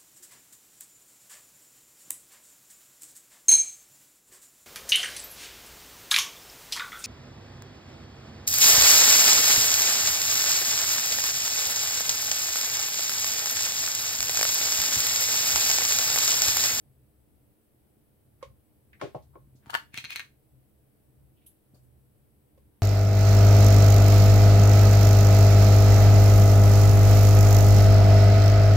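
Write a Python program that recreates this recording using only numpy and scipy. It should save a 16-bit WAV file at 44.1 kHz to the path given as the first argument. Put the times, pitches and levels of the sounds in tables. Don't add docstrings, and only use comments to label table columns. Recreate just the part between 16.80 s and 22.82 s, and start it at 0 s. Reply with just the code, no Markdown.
import sys
import numpy as np
from scipy import signal
from scipy.fft import rfft, irfft
from scipy.io import wavfile

SR = 44100
rng = np.random.default_rng(int(sys.argv[2]) if len(sys.argv) > 2 else 0)


def makeup_ratio(level_db):
    decades = np.asarray(level_db, float) / 20
    return 10 ** decades


def generate_wav(sig):
    pcm = np.round(np.clip(np.atleast_2d(sig).T, -1, 1) * 32767).astype(np.int16)
    wavfile.write(sys.argv[1], SR, pcm)


N = 265482
T = np.arange(N) / SR
BOTH = np.array([[1], [-1]])

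# pitch_hz, width_hz (of each of two filters), level_db (relative)
ROOM_MODES = [(37.05, 34, -10.5), (68.6, 18, 2.5), (102, 40, -1.5), (129.7, 20, 2.5)]
# pitch_hz, likeness (0-1)
LIKENESS = [(30, 0.89), (130, 0.43), (300, 0.5), (650, 0)]
# pitch_hz, level_db (relative), t60_s (time to fall 60 dB)
BOX_MODES = [(818, -4, .03), (932, 1, 0.028), (1148, 1, 0.018), (1292, 0, 0.02), (1427, 1, 0.022),
             (1740, 1, 0.045), (1921, -3, 0.022), (2167, -2, 0.02), (2852, 0, 0.03), (3050, 1, 0.035),
             (3368, 1, 0.018), (4372, 0, 0.025), (4530, 1, .02)]
# pitch_hz, level_db (relative), t60_s (time to fall 60 dB)
LID_MODES = [(1220, -12, 0.052), (1673, -1.5, 0.018), (1800, -9, 0.13), (2214, 2.5, 0.016),
             (2320, -6, 0.038), (2493, 2.5, 0.036), (2690, -1, 0.035), (3165, 7.5, 0.0076),
             (3980, 1.5, 0.026), (4170, 4, 0.043), (6200, 6.5, 0.01503)]


def on_log(hz, table):
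    table_hz, value = np.transpose(table)
    return np.interp(np.log(np.maximum(hz, 1)), np.log(table_hz), value)


def unit(x):
    return x / np.sqrt(np.mean(x ** 2))


def band(x, hz, width):
    return signal.lfilter(*signal.iirpeak(hz, hz / width, SR), x)


def band_twice(x, hz, width):
    return band(band(x, hz, width), hz, width)


def fade(t, t60):
    return np.exp(-np.log(1000) * t / t60)


def curve_gain(table):
    s, db = np.transpose(table)
    return makeup_ratio(np.interp(T, s, db, left=-200, right=-200))


def add(out, s, sound):
    i = int(s * SR)
    n = min(sound.shape[1], N - i)
    out[:, i:i + n] += sound[:, :n]


def pair(alike, length=N):
    mid, side = rng.standard_normal((2, length))
    return np.sqrt((1 + alike) / 2) * mid + BOTH * np.sqrt((1 - alike) / 2) * side


def hiss():
    # (per Hz, relative)
    floor = [(25, -2.5), (50, -15.5), (65, -9.5), (123, -11), (170, -19), (205, -15), (300, -19.5),
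             (590, -19.5), (900, -27), (1100, -32), (3000, -36.5), (6000, -42), (7300, -42.5), (7900, -37),
             (10500, -30.5), (15700, -30.5)]
    hz = np.fft.rfftfreq(N, 1 / SR)
    alike = np.clip(on_log(hz, LIKENESS), 0, 1)
    mid, side = rfft(rng.standard_normal((2, N))) * makeup_ratio(on_log(hz, floor))
    noise = irfft(np.sqrt(1 + alike) * mid + BOTH * np.sqrt(1 - alike) * side, N)
    return makeup_ratio(-66 + BOTH * 0.5) * unit(noise)


def hum():
    # pitch_hz, width_hz, level_db (rms)
    tones = [(209.6, 19, -74), (301.2, 24, -74), (428, 71, -78), (3100, 66, -100), (7940, 22, -90)]
    return sum(makeup_ratio(db) * unit(band(pair(on_log(hz, LIKENESS)), hz, width)) for hz, width, db in tones)


def rumble():
    # time_s, level_db (rms)
    swell = [(0.0, -62), (0.72, -64.5), (0.76, -96), (0.9, -70), (1.3, -68.5), (1.74, -57), (1.81, -69),
             (2.45, -56.5), (2.9, -60.5), (3.7, -69.5), (3.73, -58), (3.94, -68), (4.33, -63.5),
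             (4.39, -56), (4.84, -79), (4.93, -59), (5.68, -66.5), (5.88, -59.5), (6.02, -77)]
    tone = sum(makeup_ratio(db) * unit(band_twice(pair(0.68), hz, width)) for hz, width, db in ROOM_MODES)
    return unit(tone) * curve_gain(swell)


def thumps():
    # start_s, level_db (peak of the room modes alone)
    pushes = [(0.945, -62), (1.169, -60), (2.673, -54.5), (2.75, -53.5), (2.869, -48), (3.139, -49),
              (3.178, -46.5), (3.24, -50), (4.375, -69), (4.937, -54)]
    out, t = np.zeros((2, N)), np.arange(SR // 2) / SR
    push = np.sin(np.pi * np.minimum(t / 0.0029, 1)) ** 2
    ring = sum(makeup_ratio(db) * band_twice(push, hz, 2.5 * width) / width for hz, width, db in ROOM_MODES[2:])
    sound = ring / np.abs(ring).max() + makeup_ratio(12) * band(push, 210, 110)
    for s, level_db in pushes:
        add(out, s, makeup_ratio(level_db) * np.array([sound, sound]))
    return out


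def room(dry):
    # pitch_hz, t60_s
    fading = [(100, .2), (500, .13), (1000, 0.16), (4000, 0.15), (14000, 0.25)]
    t = np.arange(SR // 2) / SR
    tail = np.zeros((2, len(t)))
    for hz in 120 * 2. ** np.arange(8):
        noise = rng.standard_normal((2, len(t)))
        tail += band(noise, hz, hz / 0.74) * fade(t, on_log(hz, fading))
    tail *= 1 - np.exp(-(t / 0.004) ** 2)
    tail /= np.sqrt(np.sum(tail ** 2, axis=1, keepdims=True))
    mono = dry.mean(axis=0, keepdims=True)
    return makeup_ratio(-7) * signal.fftconvolve(mono, tail, axes=1)[:, :N]


def brushes():
    # start_s, level_db (before the rise and fade), pitch_hz (centre),
    # width_hz (of each of two filters), rise_s
    strokes = [(1.608, -59, 1100, 900, 0.0086), (2.196, -52, 1500, 1500, 0.004),
               (2.13, -53, 1980, 870, 0.0005), (2.42, -68, 5160, 5000, 0.0053),
               (2.53, -60, 1010, 500, 0.012), (2.753, -66.5, 5550, 5340, 0.0064),
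               (2.819, -61.5, 1340, 1500, .03), (4.565, -71, 3000, 900, .01),
               (4.61, -69, 2600, 1500, 0.011), (4.662, -48, 11370, 3600, 0.0031),
               (4.663, -65, 3250, 1210, 0.00066), (4.94, -61.5, 532, 498, 0.0059),
               (4.942, -68, 4600, 600, .003), (4.94, -63, 9140, 14000, 0.012),
               (5.029, -68, 11200, 6000, 0.01)]
    out, t = np.zeros((2, N)), np.arange(SR // 2) / SR
    for s, db, hz, width_hz, rise in strokes:
        grain = pair(0.067, len(t)) * makeup_ratio(1.2 * rng.exponential(size=len(t)))
        t60 = 0.12 + 7 * rise
        shape = (1 - np.exp(-t / rise)) * fade(t, t60)
        add(out, s, makeup_ratio(db) * shape * unit(band_twice(grain, hz, width_hz)))
    return out


def rub(modes, curve, slope_db, hiss_hz, hiss_db):
    s, level_db, centre_hz = np.transpose(curve)
    contacts = rng.standard_normal((2, N)) * makeup_ratio(3 * rng.exponential(size=N))
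    centre = np.interp(T, s, centre_hz)
    ring = np.zeros((2, N))
    for hz, db, t60 in modes:
        gain = makeup_ratio(db - slope_db * np.abs(np.log2(hz / centre)))
        ring += gain * band(contacts, hz, 2.2 / t60) * np.sqrt(t60)
    scrape = makeup_ratio(hiss_db) * unit(band(contacts, hiss_hz, 4.3 * hiss_hz))
    return (unit(ring) + scrape) * curve_gain(np.transpose([s, level_db]))


def box_prise():
    # time_s, level_db (gain on a ring of rms 1), pitch_hz (centre)
    creak = [(2.86, -59, 763), (2.89, -59.5, 918), (2.92, -59, 1013), (2.932, -48.5, 1300),
             (2.95, -41.5, 1500), (2.976, -56, 1489), (3.039, -61, 1500)]
    return rub(BOX_MODES, creak, slope_db=16.5, hiss_hz=4000, hiss_db=-25.5)


def lid_skid():
    # time_s, level_db (gain on a ring of rms 1), pitch_hz (centre)
    skid = [(3.119, -79.5, 2300), (3.143, -48, 2300), (3.2, -44, 2700), (3.23, -56, 2700),
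            (3.286, -58, 2300), (3.301, -44, 2500), (3.333, -40, 2600), (3.345, -54, 2400),
            (3.358, -42, 2350), (3.46, -62, 2100)]
    return rub(LID_MODES, skid, slope_db=34, hiss_hz=5040, hiss_db=-13)


def blows(table, modes, pan_db, slope_db, split, spread, crack_s, crack_hz, push_turns, tail_db, tail_s):
    out, t = np.zeros((2, N)), np.arange(SR // 6) / SR
    hz, db, t60 = np.repeat(modes, 3, axis=0)[:, :, None].transpose(1, 0, 2)
    place = np.tile([0, -1, 1], len(modes))[:, None]
    db = db - 9.5 * np.abs(place)
    crack_shape = np.exp(-t / crack_s) + makeup_ratio(tail_db) * np.exp(-t / tail_s)
    for s, peak_db, region_hz, crack_db in table:
        rise = 1 - np.exp(-(t * region_hz / push_turns) ** 2)
        gain = makeup_ratio(db - slope_db * np.abs(np.log2(hz / region_hz)))
        pitch = hz * (1 + split * place * (1 + rng.random(hz.shape)))
        sign = np.repeat(rng.choice([-1, 1], len(modes)), 3)[:, None]
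        lead = spread * sign * BOTH[:, :, None]
        lines = gain * fade(t, t60) * np.sin(2 * np.pi * pitch * t + lead)
        ring = np.sum(lines, axis=1) * rise
        contacts = pair(0.16, len(t)) * makeup_ratio(2 * rng.exponential(size=len(t)))
        crack = unit(band_twice(contacts, crack_hz, 2.5 * crack_hz)) * crack_shape * rise
        sound = ring / np.abs(ring).max() + makeup_ratio(crack_db) * crack
        add(out, s, makeup_ratio(peak_db + BOTH * pan_db / 2) * sound)
    return out


def jar_blows():
    # pitch_hz, level_db (relative), t60_s
    jar_modes = [(435, -22, 0.08), (530, -7, 0.07), (950, -9, 0.03), (1060, -6, 0.05), (2200, -10, 0.04),
                 (2850, -12, .05)]
    # start_s, level_db (ring peak before panning), pitch_hz (strongest region), crack_db (relative)
    hits = [(1.6262, -33, 1050, -17), (1.6268, -32, 526, -20), (5.775, -54.5, 530, -16.5)]
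    return blows(hits, jar_modes, pan_db=-1.5, slope_db=12, split=0.0055, spread=0.33,
                 crack_s=0.0029, crack_hz=1850, push_turns=1.38, tail_db=-3.5, tail_s=0.018)


def tub_blows():
    # pitch_hz, level_db (relative), t60_s
    tub_modes = [(138, 0, 0.09), (223, -12, 0.07), (356, 2, 0.09), (393, -1, 0.13), (452, -5, .08),
                 (514, 2, .08), (576, -1, .1), (620, 0, 0.08), (727, 0, 0.08), (835, -1, 0.08),
                 (1070, -2, 0.1), (1320, -3, 0.035), (1750, -7, .03), (2250, -2, 0.04), (3130, -6, 0.03)]
    # start_s, level_db (ring peak before panning), pitch_hz (strongest region), crack_db (relative)
    hits = [(2.2128, -26, 1400, -6), (2.219, -32, 600, -18), (2.224, -26, 500, -17), (2.229, -37, 140, -17),
            (2.231, -29, 356, -16), (2.241, -32, 500, -16), (2.251, -33, 393, -20), (2.272, -40, 393, -18),
            (2.3465, -25, 660, -24), (2.351, -35, 140, -26), (2.361, -34, 600, -26),
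            (2.554, -43, 1070, -30), (2.556, -41, 452, -34)]
    return blows(hits, tub_modes, pan_db=2, slope_db=14, split=0.012, spread=0.49,
                 crack_s=0.00059, crack_hz=1350, push_turns=0.85, tail_db=-11, tail_s=0.03)


def box_blows():
    # start_s, level_db (ring peak before panning), pitch_hz (strongest region), crack_db (relative)
    hits = [(2.8645, -48, 700, -14), (2.895, -37, 850, -24), (2.898, -26, 880, -20),
            (2.904, -31, 2900, -10), (2.9335, -28, 1150, -24), (2.938, -34, 2600, -18),
            (2.9412, -18, 1450, -19), (2.950, -13.5, 1550, -21), (2.957, -28, 1800, -18),
            (2.963, -33, 1300, -22), (2.971, -31, 1900, -18), (2.985, -35, 1800, -20),
            (2.997, -37, 1700, -22)]
    return blows(hits, BOX_MODES, pan_db=6, slope_db=8.5, split=0.0049, spread=0.9,
                 crack_s=0.0015, crack_hz=5660, push_turns=0.7, tail_db=-9.5, tail_s=0.012)


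def lid_blows():
    # start_s, level_db (ring peak before panning), pitch_hz (strongest region), crack_db (relative)
    hits = [(3.1425, -31, 1600, -7), (3.1742, -29, 3300, -10), (3.1757, -23, 2700, -9),
            (3.181, -27, 2500, -12), (3.1855, -26, 2500, -16), (3.201, -36, 2750, -15),
            (3.2415, -28, 1700, -10), (3.2485, -27, 3400, -16), (3.254, -27, 2750, -20),
            (3.305, -25, 2300, -10), (3.318, -34, 2500, -17), (3.324, -33, 2510, -19.5),
            (3.359, -19.5, 2200, -11), (3.3625, -28, 4000, -15), (3.365, -26, 4100, -17),
            (3.374, -33, 2300, -17), (3.395, -22, 1650, -11), (3.403, -27, 1750, -18)]
    return blows(hits, LID_MODES, pan_db=1.9, slope_db=10, split=0.015, spread=0.46,
                 crack_s=0.0013, crack_hz=5600, push_turns=0.65, tail_db=-37, tail_s=0.043)


def scene():
    background = rumble() + hum() + hiss()
    rubbing = brushes() + box_prise() + lid_skid()
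    near = rubbing + jar_blows() + tub_blows() + box_blows() + lid_blows()
    return near + room(near) + thumps() + background


def roll_off(x):
    return signal.sosfilt(signal.butter(12, 16660, fs=SR, output="sos"), x)


def record(dry):
    bass_cut = signal.butter(2, 45, "high", fs=SR, output="sos")
    top_cut = signal.ellip(8, 0.2, 40, 15800, fs=SR, output="sos")
    mix = signal.sosfilt(np.vstack([bass_cut, top_cut]), dry)
    return roll_off(mix)


dry = scene()
out = record(dry)
generate_wav(out)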